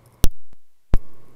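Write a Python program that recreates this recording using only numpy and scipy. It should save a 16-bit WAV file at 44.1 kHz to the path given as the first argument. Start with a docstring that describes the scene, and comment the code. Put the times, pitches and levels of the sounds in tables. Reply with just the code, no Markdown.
"""Loose microphone contact

A handheld camera is carried through a quiet room, fingers ticking and sliding on its case.
The microphone contact chatters open with a sharp click, the room drops out into faint hiss,
and the contact closes with a low thump. Each time the input sticks at its limit, then drifts back."""
import sys
import numpy as np
from scipy import signal
from scipy.fft import rfft, irfft, next_fast_len
from scipy.io import wavfile
from scipy.ndimage import map_coordinates

SR = 44100
rng = np.random.default_rng(int(sys.argv[2]) if len(sys.argv) > 2 else 0)


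def wrap_up_sound(samples):
    """Save the sound to the file named by the first command line argument, as 16-bit audio."""
    columns = np.atleast_2d(samples).T
    # keep every value between -1 and 1, then stretch to whole-number steps
    tamed = np.clip(columns, -1, 1)
    steps = np.round(tamed * 32767).astype(np.int16)
    wavfile.write(sys.argv[1], SR, steps)


N = 59535

BREAK_S, BREAK_HOLD_S = .24111, .0242  # the contact opens; how long the input sticks
CLOSE_S, CLOSE_HOLD_S = .93885, .013  # the contact closes; how long the input sticks


def amp(db):
    """Decibels to gain."""
    return 10 ** (np.asarray(db) / 20)


def unit(x):
    """x at rms 1."""
    return x / np.sqrt(np.mean(x ** 2) + 1e-20)


def since(s):
    """Seconds since s, for every sample."""
    return np.arange(N) / SR - s


def wobble(rate):
    """A smooth random curve, rate knots a second."""
    return map_coordinates(rng.standard_normal(int(N * rate / SR) + 4), [np.arange(N) * rate / SR])


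def noise(eq):
    """Noise of rms 1, coloured by a curve of (Hz, dB) points."""
    size = next_fast_len(N + SR // 2)
    hz, db = np.transpose(eq)
    gain = amp(np.interp(np.log(np.fft.rfftfreq(size, 1 / SR) + 1), np.log(hz + 1), db))
    return unit(irfft(rfft(rng.standard_normal(size)) * gain, size)[:N])


def fade(t, t60):
    """Exponential decay by 60 dB in t60 seconds."""
    return np.exp(-np.log(1000) * t / t60)


def lowpass(x, hz, order):
    """Roll off the top above hz."""
    return signal.sosfiltfilt(signal.butter(order, min(hz, SR / 2 - 1), fs=SR, output="sos"), x)


# Room tone EQ before and after the dropout (frequency [Hz], level [dB])
ROOM_EQ_BEFORE = [(20, -2), (45, 1), (70, -4), (120, 2), (180, -6), (380, -6.5), (560, -7.5), (750, -14),
                  (1050, -9), (1450, -20.5), (1850, -23.5), (2150, -19), (2500, -28), (3500, -30),
                  (6500, -36.5), (12000, -34.5), (15500, -39), (16300, -67.5)]
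ROOM_EQ_AFTER = [(20, -2), (45, 1), (80, -9), (130, -1.5), (175, -4.5), (240, 2), (400, -2.5), (560, -7),
                 (780, -15.5), (1100, -10.5), (1450, -21), (2100, -21.5), (3000, -28), (6500, -34),
                 (12000, -33), (15500, -36), (16300, -73)]
# Partials of a distant motor (frequency [Hz], rms before the dropout [dB], rms after [dB])
MOTOR_PARTIALS = [(118.85, -59.5, -59), (548, -72.5, -72), (973, -70, -84), (1090, -76, -67),
                  (2187, -79, -82.5)]

def room_tone():
    """A bed of room murmur and wavering motor hum; both change colour as the camera moves on."""
    after = since(BREAK_S) > 0
    hum = 0
    for hz, before_db, after_db in MOTOR_PARTIALS:
        peak = amp(np.where(after, after_db, before_db)) * np.sqrt(2)
        phase = 2 * np.pi * (hz * since(0) + rng.random())
        hum += peak * np.sin(phase + .22 * wobble(12))
    murmur = np.where(after, amp(-54.5) * noise(ROOM_EQ_AFTER), amp(-55.5) * noise(ROOM_EQ_BEFORE))
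    return hum + murmur


# Noise floor EQ (frequency [Hz], level [dB])
HISS_EQ = [(20, 5.5), (70, 9.5), (200, 1), (1000, -2), (4000, -5.5), (12000, -6.5), (15500, -7),
           (16300, -43.5)]

def input_hiss():
    """The input's own faint electronic noise."""
    return amp(-73) * noise(HISS_EQ)


# Finger slides (start [s], length [s], level [dB])
SLIDES = [(0.057, .008, -60), (0.121, 0.033, -67), (.954, 0.026, -59)]
# Friction EQ (frequency [Hz], level [dB])
SLIDE_EQ = [(3000, -23), (4500, -16), (5200, 6.5), (6200, -12), (8000, -6), (9700, -3), (12500, 2),
            (15000, -16), (16200, -30), (17000, -60)]

def finger_slides():
    """Skin drags over the case in brief, bright, grainy strokes."""
    strokes = sum(amp(db) * np.sin(np.pi * np.clip(since(s) / length, 0, 1)) for s, length, db in SLIDES)
    friction = noise(SLIDE_EQ)
    grain = amp(4 * wobble(600))
    return strokes * unit(friction * grain)


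# Finger ticks (time [s], level [dB], main ring [Hz], thud trim [dB])
FINGER_TICKS = [(.0597, -38, 8900, -7), (0.0676, -44, 12000, -1), (.0772, -42.5, 12000, -11),
                (0.0983, -52, 11900, -12), (0.108, -50, 12500, -14), (.1253, -47, 9800, -15),
                (0.143, -47, 9600, -12), (.312, -42, 10880, -18), (.3285, -52, 2600, -20),
                (0.9663, -39.5, 11500, -17), (.972, -37, 13100, -16), (.9855, -52, 12600, -11),
                (.9942, -52, 12500, -12), (1.0154, -54, 10000, -15), (1.038, -51, 11900, -21),
                (1.0612, -53, 10500, -10), (1.089, -52, 5200, -15), (1.1377, -44, 14000, -7),
                (1.2537, -55, 9000, -22), (1.285, -50, 9750, -18), (1.3078, -54, 13000, -4)]
# Resonances of the case (frequency [Hz], level [dB], t60 [s])
CASE_MODES = [(5190, -15, .004), (9700, -9, .004), (12200, -8, 0.0036)]

def finger_ticks():
    """Each tick is a tiny crack that rings the plastic case and nudges the body into a soft thud."""
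    track, t = np.zeros(N + SR), np.arange(SR // 10) / SR
    for s, db, ring_hz, thud_db in FINGER_TICKS:
        ring = 0
        for hz, mode_db, t60 in [(ring_hz, -3, .0034), *CASE_MODES]:
            gain = amp(mode_db + rng.normal(0, 3.1))
            ring += gain * fade(t, t60) * np.sin(2 * np.pi * (hz * t + rng.random()))
        crack = amp(-15) * fade(t, t60=.0036) * unit(np.diff(rng.standard_normal(len(t) + 1)))
        thud = amp(thud_db - 1) * fade(t, t60=.058) * np.sin(2 * np.pi * 124 * t)
        track[round(s * SR):][:len(t)] += amp(db) * (ring + crack - thud)
    return lowpass(track[:N], 14900, order=6)  # the microphone softens the top


LIMIT = .705  # amplitude at which the input sticks

def overload(s, hold_s, swing):
    """The input slams to its limit, sticks, then discharges and swings slowly past zero."""
    knee_s, fast_s, slow_s, swing_s = .0002, .008, .021, .084
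    t = knee_s * np.logaddexp(0, since(s + hold_s) / knee_s)  # waits out the hold, then eases in
    discharge = .58 * np.exp(-t / fast_s) + .42 * np.exp(-t / slow_s)
    undershoot = swing * t / swing_s * np.exp(1 - t / swing_s)
    return (since(s) >= 0) * (LIMIT * discharge - undershoot)


# Contact bounces (time after the break [ms], half width [ms], depth [multiples of LIMIT])
CONTACT_BOUNCES = [(.045, .027, 1.87), (.229, .028, 1.28), (.306, .02, .42), (.557, .022, 1.12),
                   (.635, .02, .28)]

def break_click():
    """The contact bounces open, cutting sharp notches into the front of an overload."""
    opens = round(BREAK_S * SR) / SR
    ms = since(opens) * 1000
    chatter = sum(depth * np.exp(-((ms - at) / half) ** 2) for at, half, depth in CONTACT_BOUNCES)
    return overload(opens, BREAK_HOLD_S, swing=.12) - LIMIT * chatter


# Rasp EQ (frequency [Hz], level [dB])
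RASP_EQ = [(100, 0), (500, 0), (1200, -3), (3000, -16), (6000, -35), (16000, -60)]

def recovery_rasp():
    """A faint, dark rasp dies away as the input first comes off its limit."""
    t = since(BREAK_S + BREAK_HOLD_S)
    return (t > 0) * amp(-56) * fade(np.abs(t), t60=.06) * noise(RASP_EQ)


def graze_pop():
    """The open contact grazes once: a small pop."""
    t = since(.53067)
    return (t >= 0) * amp(-36.5) * np.exp(-np.abs(t) / .007)


def closing_thump():
    """The voltage runs away ever faster as the contact closes, into a dull, negative overload."""
    closes = round(CLOSE_S * SR) / SR
    ahead_s = np.abs(since(closes))
    run_up = (since(closes) < 0) * LIMIT * (1 + ahead_s / .00007) ** -.74 * np.exp(-ahead_s / .067)
    return -(run_up + overload(closes, CLOSE_HOLD_S, swing=.084))


def mute(start_s, end_s):
    """A hard gate, shut from start_s to end_s."""
    return (since(start_s) < 0) | (since(end_s) > 0)


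def scene():
    """Mono mix: room and slides drop out with the contact; ticks and hiss go silent while the input sticks."""
    connected = mute(BREAK_S, CLOSE_S)
    unstuck = mute(BREAK_S, BREAK_S + BREAK_HOLD_S) * mute(CLOSE_S, CLOSE_S + CLOSE_HOLD_S)
    bed = connected * (room_tone() + finger_slides()) + finger_ticks() + input_hiss()
    contact = break_click() + recovery_rasp() + lowpass(graze_pop() + closing_thump(), 14900, order=4)
    return (unstuck * bed + contact)[None]


def record(dry):
    """The camera's band limit: a steep high cut."""
    return lowpass(dry, 16900, order=20)


dry = scene()
out = record(dry)
wrap_up_sound(out)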